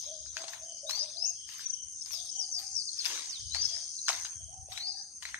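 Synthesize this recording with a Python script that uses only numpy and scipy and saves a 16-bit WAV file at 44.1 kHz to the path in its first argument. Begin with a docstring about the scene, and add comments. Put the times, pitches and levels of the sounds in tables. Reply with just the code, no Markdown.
"""Early street under trees

Two microphone ports, left and right, are carried by a walker. Small birds whistle glides and chips,
nearly pure tones echoed by leaves and walls; far off, others chatter and a dove coos. Cicadas whine
in two bands as their clicks drive membrane resonances. Shoes crunch on grit by friction and impact,
and light wind thuds on the left port. A noise suppressor lowers the faint background."""
import sys
import numpy as np
from scipy import signal
from scipy.fft import rfft, irfft
from scipy.io import wavfile
from scipy.ndimage import uniform_filter1d

SR = 44100
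rng = np.random.default_rng(int(sys.argv[2]) if len(sys.argv) > 2 else 0)


def wav_out(sig):
    """Save sig, one row per channel (or a flat mono array), as 16-bit PCM at SR to the path in sys.argv[1]."""
    wavfile.write(sys.argv[1], SR, np.round(np.clip(np.atleast_2d(sig).T, -1, 1) * 32767).astype(np.int16))


N = 238080
T = np.arange(N) / SR

# Throughout, t is time, f is frequency and side is the left level minus the right.
# spectrum of the street's noise floor: f/Hz, relative level/dB
STREET_SPECTRUM = [(59, -8), (100, -1.5), (2780, -30.5), (3250, -33), (3730, -31), (4630, -19.5),
                   (6220, 22), (6600, 17), (7140, -39), (7570, -61), (8520, -23), (9780, -33.5),
                   (11000, -94), (14300, -103), (22000, -120)]
# course of the cicada chorus: t/s, low band/dB, its side/dB, high band/dB
CICADA_LEVELS = [(0.0, -48, 13, -56.5), (0.24, -48.5, 27, -58), (0.65, -50.5, 16, -56.5),
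                 (0.92, -51.5, 21, -56), (1.37, -57.5, 17, -56.5), (1.94, -47.5, 8.5, -55.5),
                 (2.25, -48.5, 14, -53.5), (2.49, -46, 7, -54), (3.02, -44.5, 5.5, -53.5),
                 (3.4, -46.5, 0, -55), (3.61, -43.5, 2, -56), (3.77, -45.5, 6, -53), (4.12, -43, 4, -55.5),
                 (4.22, -41, 2.5, -54), (4.47, -51.5, 3, -56.5), (4.96, -63.5, 5, -57.5),
                 (5.4, -58, 20, -56)]
# course of the distant bird chatter: t/s, high band/dB, low band/dB
CHATTER_LEVELS = [(0.0, -49.5, -56.5), (0.33, -56.5, -66), (0.55, -60.5, -60), (0.75, -53, -91),
                  (1.05, -53, -56.5), (1.35, -55.5, -76), (1.7, -54.5, -68), (1.9, -59, -85),
                  (2.2, -51.5, -51), (2.42, -53.5, -76), (2.85, -50, -81.5), (3.05, -52, -49.5),
                  (3.32, -50, -65.5), (3.61, -49.5, -59.5), (4.0, -50, -74.5), (4.5, -62.5, -102),
                  (4.9, -56.5, -82), (5.4, -60, -91)]
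# a sole sliding on grit: t/s, duration/s, scrape/dB, lower scrape/dB, fizz/dB, thud/dB
SOLE_SLIDES = [(0.0, 0.16, -74, -57.5, -57.5, -85), (0.332, 0.3, -58.5, -56, -63, -66.5),
               (0.478, 0.24, -62, -53, -55.5, -87), (0.868, 0.31, -57.5, -54, -53, -85),
               (1.25, 0.18, -84.5, -99, -67, -86), (1.473, 0.23, -58, -96, -57, -90),
               (1.564, 0.21, -59.5, -82, -57.5, -83), (1.915, .05, -108, -89, -64, -77),
               (2.044, 0.17, -74, -85, -61, -82), (2.091, 0.27, -66, -74, -48.5, -79),
               (2.567, 0.21, -63, -96, -52, -88), (2.962, 0.16, -62, -94, -63, -89),
               (3.022, 0.4, -47.5, -47, -47, -57), (3.514, 0.39, -59, -62, -62, -76),
               (3.636, 0.31, -66.5, -104, -66, -77), (4.066, 0.3, -50, -45, -46.5, -67.5),
               (4.694, 0.26, -56.5, -102, -52, -93), (5.203, 0.32, -60, -57, -61, -95)]
# spectrum of rubbed grit: f/Hz, relative level/dB
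GRIT_SPECTRUM = [(180, -106), (300, -72), (647, -7.5), (2650, -1), (5350, 5), (6300, 3), (7420, -3.5),
                 (8600, -4), (10800, -21.5), (13600, -31), (15000, -90)]
# hoarse far trills: t/s, duration/s, f/Hz, peak level/dB
TRILL_NOTES = [(0.023, 0.252, 3240, -60.5), (0.652, 0.21, 3104, -58.5), (1.222, .15, 2710, -59.5),
               (1.353, .28, 3136, -55.5), (1.709, 0.26, 3100, -58.5), (2.319, 0.2, 3104, -58),
               (3.323, 0.3, 3114, -57), (3.59, .36, 3270, -56.5), (4.334, 0.286, 3170, -62.5),
               (4.64, 0.15, 3340, -75), (4.957, 0.14, 1707, -68.5)]
# dove coos: t/s, duration/s, final f/Hz, peak level/dB
COO_NOTES = [(0.056, 0.15, 618.5, -52.5), (0.357, 0.2, 680, -55), (0.59, 0.17, 669, -56),
             (0.708, 0.072, 618, -63.5), (0.828, .08, 624.6, -48), (0.989, 0.15, 607.5, -56.5),
             (1.147, 0.15, 709.6, -56.5), (2.117, 0.19, 699, -64), (2.35, .18, 773, -61.5),
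             (2.53, .21, 748.5, -61), (3.696, .15, 709, -62.5), (4.398, 0.056, 687, -68.5),
             (4.479, .19, 762, -58.5), (4.671, 0.18, 771, -56), (4.826, 0.23, 782.4, -58)]
# puffs of wind: t/s, duration/s, peak level/dB
WIND_PUFFS = [(0.196, 0.17, -63.5), (0.889, 0.079, -69.5), (1.78, 0.085, -74), (2.1, 0.052, -70.5),
              (2.567, 0.05, -75), (2.706, 0.083, -68.5), (3.397, 0.28, -53.5), (3.787, 0.089, -76),
              (4.11, 0.15, -70), (4.354, 0.28, -55), (4.558, 0.21, -67.5), (4.69, 0.081, -63),
              (4.8, 0.044, -72), (5.124, 0.32, -71.5)]
# spectrum of wind pressure at a port: f/Hz, relative level/dB
WIND_SPECTRUM = [(15, -54), (25, -26), (50, -8), (65, 3), (83, 2), (124, -7), (250, -36), (320, -87),
                 (550, -120)]
# stones snapping under a sole: t/s, knock/dB, knock f/Hz, ring/dB, tick/dB, crunch/dB, side/dB
STONE_SNAPS = [(0.261, -53.5, 1490, -46, -71, -66.5, 6), (0.368, -29, 1600, -24, -53, -46.5, 10.5),
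               (0.439, -39, 685, -43.5, -63, -57.5, -1), (0.48, -55, 1710, -61, -60, -51, 16),
               (0.534, -36, 1760, -61, -45, -56.5, 12), (0.895, -36.5, 1075, -50, -35, -39, -3),
               (0.908, -38.5, 1960, -30, -57, -49, 4), (0.974, -45, 770, -48, -54, -56, -2),
               (1.49, -41.5, 1850, -41, -62, -59.5, 24), (1.594, -39.5, 1620, -50, -63, -67, 18),
               (2.06, -65, 3060, -29, -47, -63, 18), (2.107, -48, 2700, -57.5, -52, -57, -3),
               (2.133, -42, 2610, -26, -41, -60.5, 12), (2.258, -60, 3020, -56, -39, -91, 13),
               (2.59, -54, 2000, -37, -61, -70, 16), (2.999, -47, 2580, -34, -58, -94, 18),
               (3.048, -30, 2700, -24.5, -31, -57, 14), (3.055, -33, 2670, -20, -29, -45.5, 31),
               (3.0606, -33, 2600, -16.5, -40, -47.5, 22), (3.547, -30, 2000, -21, -47, -44, 10),
               (3.554, -39.5, 770, -24, -50, -51, -2), (3.767, -43, 1800, -50, -61, -74, 13),
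               (4.083, -23.5, 1510, -28, -43, -37, 3), (4.09, -26, 1810, -14, -37, -46.5, 11),
               (4.095, -30.5, 746, -37, -54, -46, -1), (4.101, -30, 1040, -37, -42, -49, -13),
               (4.112, -36.5, 1480, -29, -56, -58, 12), (4.13, -55, 2200, -26, -48, -83, 17),
               (4.25, -34.5, 1580, -45, -65, -49.5, 5), (4.685, -47.5, 617, -41.5, -69, -86, 0),
               (4.72, -51.5, 2480, -52, -68, -51, 1), (4.776, -30.5, 2210, -38, -45, -48.5, 19),
               (5.224, -44, 1890, -47, -51, -48.5, 6), (5.253, -27, 2050, -48, -52, -52, 3),
               (5.344, -22.5, 1840, -52, -63, -57, 4)]
# mostly rising whistles: t/s, duration/s, first f/Hz, last f/Hz, peak level/dB, side/dB
RISING_NOTES = [(0.865, .173, 3660, 5190, -34.5, 13), (2.012, 0.016, 5000, 5470, -34.5, 8),
                (2.289, 0.017, 5050, 5400, -34, 15), (2.659, 0.027, 5150, 5080, -38.5, 14),
                (3.511, .165, 3880, 5392, -33.5, 16.5), (3.794, 0.04, 4520, 4700, -48, 12),
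                (1.064, .12, 4950, 5250, -54, 6), (3.678, .11, 4400, 5380, -40.5, 20),
                (3.713, 0.035, 4900, 5020, -38.5, 7), (4.76, .137, 3750, 5143, -38, 4),
                (4.793, .137, 3797, 5090, -38, 10), (4.885, .135, 4000, 5030, -45.5, 13)]
# short falling chips: t/s, peak level/dB, side/dB
CHIP_NOTES = [(0.919, -40, 8), (0.948, -37, 24), (0.987, -35, 14), (1.024, -36.5, 10), (1.6318, -41.5, 23),
              (1.655, -30, 11), (1.6925, -31.5, 12), (1.728, -31, 16), (1.823, -41, 21), (2.3111, -40, 26),
              (2.349, -36, 14), (3.61, -28, 6), (3.648, -36, 20), (3.686, -37.5, 11.5), (4.93, -44, 7),
              (4.973, -43.5, 4), (5.0115, -39.5, -2)]
# one whistle that climbs in steps and hooks over: t/s, f/Hz, level/dB
HOOK_CONTOUR = [(1.165, 3577, -49), (1.179, 4810, -43), (1.249, 5424, -35), (1.269, 6580, -36.5),
                (1.289, 6470, -38), (1.312, 6180, -30)]
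# falling whistles: t/s, duration/s, first f/Hz, last f/Hz, peak level/dB, peak time/duration, side/dB
FALLING_NOTES = [(2.074, 0.11, 7500, 4634, -39.5, 0.66, 23), (2.352, .108, 7450, 4543, -34, 0.47, 11),
                 (2.51, 0.094, 6400, 4530, -33.5, 0.25, 8.5), (2.708, .12, 7600, 4463, -34.5, 0.54, 11.5),
                 (2.859, 0.041, 5700, 4180, -37, 0.47, 6.5), (2.976, 0.042, 6100, 4100, -36, 0.36, 8.5),
                 (3.115, .025, 5380, 4630, -53, 0.46, -5), (3.239, .016, 8000, 7640, -41, .5, 9),
                 (3.256, .128, 8010, 3495, -41.5, .3, -9.5), (3.496, 0.014, 5240, 3730, -44, .6, 23),
                 (3.966, 0.031, 5400, 3920, -38.5, 0.99, 0), (4.046, 0.04, 5400, 3950, -39.5, 0.42, 1)]

# envelopes: peak time/duration, first level/dB, last level/dB (both relative to the peak)
SCRAPE_SHAPE, FIZZ_SHAPE, THUD_SHAPE = (.25, -19, -27.5), (.11, -18.5, -35.5), (.25, -18, -39)
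TRILL_SHAPE, COO_SHAPE, RISE_SHAPE = (.3, -9, -15), (.28, -9.5, -15.5), (.88, -10, -7)
PUFF_SHAPE = (.27, -5.5, -7.5)


def amp(db):
    """Amplitude grows tenfold for every 20 dB."""
    return 10 ** (np.asarray(db) / 20)


def unit_rms(x):
    """Normalisation to a mean square of 1."""
    return x / np.sqrt(np.mean(x ** 2) + 1e-20)


def curves(rows):
    """Linear interpolation of each column over time."""
    times, *columns = np.transpose(rows)
    return [np.interp(T, times, column) for column in columns]


def pan(x, side_db):
    """A level difference between the ports gives direction; their mean gain is 1."""
    tilt = amp([side_db / 2, -side_db / 2]).reshape(2, -1)
    return x * tilt / tilt.mean(0)


def add(mix, start, sound):
    """Superposition of a sound on the mix from start/s."""
    part = mix[:, round(start * SR):][:, :sound.shape[1]]
    part += sound[:, :part.shape[1]]


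def noise(correlation):
    """Partly coherent white noise at the two ports."""
    a, b = rng.standard_normal((2, N))
    return np.array([a, correlation * a + np.sqrt(1 - correlation ** 2) * b])


def drift(per_s, size=N):
    """Moving averages turn noise into a smooth fluctuation of rms near 1."""
    span = int(SR / per_s)
    white = rng.standard_normal(size + 8 * span)
    return unit_rms(uniform_filter1d(uniform_filter1d(white, span), span))[:size]


def patchy(x, depth_db):
    """Random amplitude modulation in patches of time and frequency."""
    spectra = signal.stft(x, nperseg=512)[2]
    field = rng.standard_normal(spectra.shape[1:])
    field = uniform_filter1d(uniform_filter1d(field, 4, axis=0), 7, axis=1)
    return signal.istft(spectra * amp(depth_db * unit_rms(field)), nperseg=512)[1][:, :N]


def coloured(x, spectrum, lo_hz, hi_hz):
    """Spectral shaping; the ports' mean has rms 1 between lo_hz and hi_hz."""
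    hz = np.fft.rfftfreq(N, 1 / SR)
    points_hz, db = np.transpose(spectrum)
    shaped = rfft(x) * amp(np.interp(np.log(hz + 1), np.log(points_hz + 1), db))
    in_band = irfft(shaped.mean(0) * (hz > lo_hz) * (hz < hi_hz), N)
    return irfft(shaped, N) / in_band.std()


def filtered(x, edges_hz, kind="bandpass", order=4):
    """A maximally flat filter, steeper with each order."""
    return signal.sosfilt(signal.butter(order, edges_hz, kind, fs=SR, output="sos"), x)


def band(x, hz, width_hz, order=3):
    """A resonance passes a band about hz; the ports' mean is scaled to rms 1."""
    passed = filtered(x, [hz - width_hz / 2, hz + width_hz / 2], order=order)
    return passed / passed.mean(0).std()


def swell(start, length, db, shape):
    """Exponential growth to db and exponential decay, between fast fades."""
    peak, first_db, last_db = shape
    times = start + np.array([-.01, 0, peak * length, length, length + .03])
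    near = slice(max(round(times[0] * SR), 0), round(times[-1] * SR))
    gain = np.zeros(N)
    gain[near] = amp(db + np.interp(T[near], times, [-90, first_db, 0, last_db, -90]))
    return gain


def glide(start, length, first_hz, last_hz, db, bend, shape):
    """A power law eases the pitch to its goal; gives rows of t/s, f/Hz, level/dB."""
    peak, first_db, last_db = shape
    progress = np.linspace(0, 1, 21)
    hz = last_hz + (first_hz - last_hz) * (1 - progress) ** bend
    level = db + np.interp(progress, [0, np.clip(peak, .05, .95), 1], [first_db, 0, last_db])
    return np.transpose([start + progress * length, hz, level])


def tone(contour, flutter_db, waver, per_s):
    """Random amplitude and frequency modulation roughen a sine that follows a contour."""
    times, hz, db = np.transpose(contour)
    t = np.arange(times[0], times[-1], 1 / SR)
    gain = amp(np.interp(t, times, db) + flutter_db * drift(per_s, len(t)))
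    pitch_hz = np.interp(t, times, hz) * (1 + waver * drift(per_s, len(t)))
    fades = np.clip(np.minimum(t - times[0], times[-1] - t) / .0057, 0, 1)
    return np.sqrt(2) * gain * fades * np.sin(2 * np.pi * np.cumsum(pitch_hz) / SR)


def ring(hz, cycles):
    """An impact excites a damped oscillation of a few cycles, peak near 1."""
    age = 3 * T[:400] * hz / cycles
    return age * np.exp(1 - age) * np.sin(2 * np.pi * hz * T[:400])


def echoes(x, t60):
    """Sparse reflections, separate at each port, decay by 60 dB in t60 seconds."""
    taps = rng.standard_normal((2, SR)) * (rng.random((2, SR)) < .05)
    taps *= amp(-60 * T[:SR] / t60) * (T[:SR] > .003)
    return signal.fftconvolve(x.mean(0)[None], taps / np.linalg.norm(taps[0]), axes=1)[:, :N]


def street():
    """Weakly modulated coloured noise forms a faint, steady floor."""
    floor = coloured(patchy(noise(.48), depth_db=1), STREET_SPECTRUM, 112, 3100)
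    return pan(floor * amp(-76), .83)


def membrane_clicks(per_s, depth):
    """A pulse train of wandering rate; weaker alternate clicks add a subharmonic."""
    phase = 2 * np.pi * np.cumsum(per_s * (1 + .015 * drift(3))) / SR
    return unit_rms(np.exp(depth * (np.cos(phase) + .7 * np.cos(phase / 2))))


def cicadas():
    """Forced vibration: pulsed noise drives two membrane resonances, with a weak hiss above."""
    low_db, side_db, high_db = curves(CICADA_LEVELS)
    low = band(noise(.2) * membrane_clicks(161, depth=.75), 6300, 520, order=2) * amp(.8 * drift(25))
    high = band(noise(.023) * membrane_clicks(330, depth=.37), 8574, 810)
    hiss = amp(-6.5) * band(noise(.13), 9567, 460)
    return pan(low * amp(low_db), side_db) + pan((high + hiss) * amp(high_db), 3.1)


def chatter():
    """Far bird calls sum incoherently into two flickering bands of noise."""
    high_db, low_db = curves(CHATTER_LEVELS)
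    murmur = patchy(noise(.2), depth_db=2.5) * amp(1.2 * drift(60))
    return pan(band(murmur, 5120, 1250) * amp(high_db) + band(murmur, 3630, 730) * amp(low_db), 11.4)


def slide_gain(column, shape, rest_db):
    """Envelopes for one level column of the slides add to a faint resting level."""
    return amp(rest_db) + sum(swell(start, length, levels_db[column], shape)
                              for start, length, *levels_db in SOLE_SLIDES)


def scuffs(grains_per_s=600, crunch_t60_s=.069):
    """Friction on grit gives uneven grains over a hiss; each snap starts a decaying crunch."""
    kicks = np.zeros((1, N))
    for start, *_, crunch_db, _ in STONE_SNAPS:
        add(kicks, start, amp([[crunch_db]]))
    crunch = signal.lfilter([1], [1, -amp(-60 / crunch_t60_s / SR)], kicks[0])
    grains = amp(2.8 * np.minimum(rng.exponential(1, N), 4)) * (rng.random(N) < grains_per_s / SR)
    friction = noise(.45) * (1.6 + unit_rms(uniform_filter1d(grains, 40)))
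    grit = coloured(patchy(friction, depth_db=3.5), GRIT_SPECTRUM, 1000, 2800)
    scrape = filtered(grit, [1050, 10000]) * (slide_gain(0, SCRAPE_SHAPE, rest_db=-79) + crunch)
    lower = filtered(grit, [450, 1050]) * (slide_gain(1, SCRAPE_SHAPE, rest_db=-79) + crunch)
    fizz = band(patchy(friction, depth_db=7), 15060, 5000) * slide_gain(2, FIZZ_SHAPE, rest_db=-120)
    thud = band(friction, 449, 383) * slide_gain(3, THUD_SHAPE, rest_db=-89.5)
    return pan(scrape + lower + fizz, 7.6) + thud


def trills(sag_hz_per_s=500):
    """Noise modulation spreads each sagging tone into a hoarse, narrow band."""
    rasp = filtered(noise(.098) + 1j * noise(.16), 127, "lowpass")
    rasp = rasp / abs(rasp).std() * amp(1.5 * drift(96))
    carriers = np.zeros(N, complex)
    for start, length, hz, db in TRILL_NOTES:
        turns = hz * T - sag_hz_per_s * (T - start - length / 2) ** 2 / 2
        carriers += swell(start, length, db, TRILL_SHAPE) * np.exp(2j * np.pi * turns)
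    return pan((rasp * carriers).real, .4)


def dove(scoop=.072):
    """Frequency modulation makes low, upward-sliding coos husky; reverberation blurs them."""
    coos = np.zeros((2, N))
    for start, length, hz, db in COO_NOTES:
        contour = glide(start, length, hz * (1 - scoop), hz, db, bend=4.4, shape=COO_SHAPE)
        voice = tone(contour, flutter_db=2, waver=.032, per_s=59.3)
        husk = tone(contour, flutter_db=.5, waver=.0742, per_s=140)
        add(coos, start, pan(voice + amp(-6) * husk, -1))
    return amp(-.5) * coos + amp(-1) * echoes(coos, t60=.39)


def wind(breeze_db=-79):
    """Low-frequency pressure fluctuations of a breeze and its puffs, mostly on the left port."""
    gain = amp(breeze_db + 4 * drift(15)) + sum(swell(*puff, PUFF_SHAPE) for puff in WIND_PUFFS)
    pressure = coloured(noise(.3), WIND_SPECTRUM, 40, 160) * amp(1.2 * drift(12))
    return pan(pressure * gain, 14)


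def snaps(bright_hz=4800, tick_hz=10500):
    """Impact excites three damped modes of a stone: a dull knock, a bright ring and a sharp tick."""
    stones = np.zeros((2, N))
    for start, knock_db, knock_hz, bright_db, tick_db, _, side_db in STONE_SNAPS:
        knock = amp(knock_db) * ring(knock_hz, cycles=3.24)
        bright = amp(bright_db) * ring(bright_hz * rng.uniform(.88, 1.12), cycles=5)
        tick = amp(tick_db) * ring(tick_hz, cycles=4.2)
        add(stones, start, pan(knock + bright + tick, side_db))
    return filtered(stones + amp(-6) * echoes(stones, t60=.45), 300, "highpass")


def whistles():
    """Small birds sweep a near sine in frequency; fast modulation roughens it."""
    notes = [(glide(*note, bend=1.1, shape=RISE_SHAPE), side_db) for *note, side_db in RISING_NOTES]
    notes += [(glide(*note, bend=1.6, shape=(peak, -16, -7)), side_db)
              for *note, peak, side_db in FALLING_NOTES]
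    notes.append((HOOK_CONTOUR, 34))  # far to the left
    song = np.zeros((2, N))
    for contour, side_db in notes:
        add(song, contour[0][0], pan(tone(contour, flutter_db=3.2, waver=.009, per_s=380), side_db))
    return song


def chips(length_s=.021):
    """A brief linear downward sweep is heard as a crisp chip."""
    calls = np.zeros((2, N))
    for start, db, side_db in CHIP_NOTES:
        contour = [(0, 6400, db - 5), (length_s / 2, 6000, db), (length_s, 5600, db - 5)]
        add(calls, start, pan(tone(contour, flutter_db=.6, waver=.003, per_s=300), side_db))
    return calls


def small_birds():
    """Reflection: close leaves scatter the whistles; far walls prolong both whistles and chips."""
    song = whistles()
    leaves = amp(-6) * echoes(song, t60=.06)
    direct = song + chips()
    direct[1] = np.roll(direct[1], 3)  # reaches the right port 3 samples later
    walls = amp(-5) * echoes(direct, t60=1)
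    return direct + pan(leaves + walls, 8)


def scene():
    """Linear superposition of all sources at the two ports."""
    background = street() + cicadas() + chatter()
    steps = scuffs() + snaps()
    steps[0] = np.roll(steps[0], 4)  # reaches the left port 4 samples later
    return background + steps + trills() + dove() + wind() + small_birds()


def record(dry, suppress_above_hz=700, cutoff_hz=14450):
    """Spectral subtraction lowers each bin near its own quiet level; a low-pass limits the band."""
    spectra = signal.stft(dry, nperseg=1024, noverlap=768)[2]
    power = (abs(spectra) ** 2).mean(0)
    power = uniform_filter1d(uniform_filter1d(power, 5, axis=1), 5, axis=0)
    quiet = np.percentile(power, 20, axis=1, keepdims=True)
    hz = np.fft.rfftfreq(1024, 1 / SR)[:, None]
    gain = np.clip(1 - .45 * (hz > suppress_above_hz) * quiet / (power + 1e-20), amp(-8), 1)
    clean = signal.istft(spectra * gain, nperseg=1024, noverlap=768)[1][:, :N]
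    lowpass = signal.firwin(511, cutoff_hz, window=("kaiser", 9), fs=SR)
    return signal.oaconvolve(clean, lowpass[None], "same", axes=1)


dry = scene()
out = record(dry)
wav_out(out)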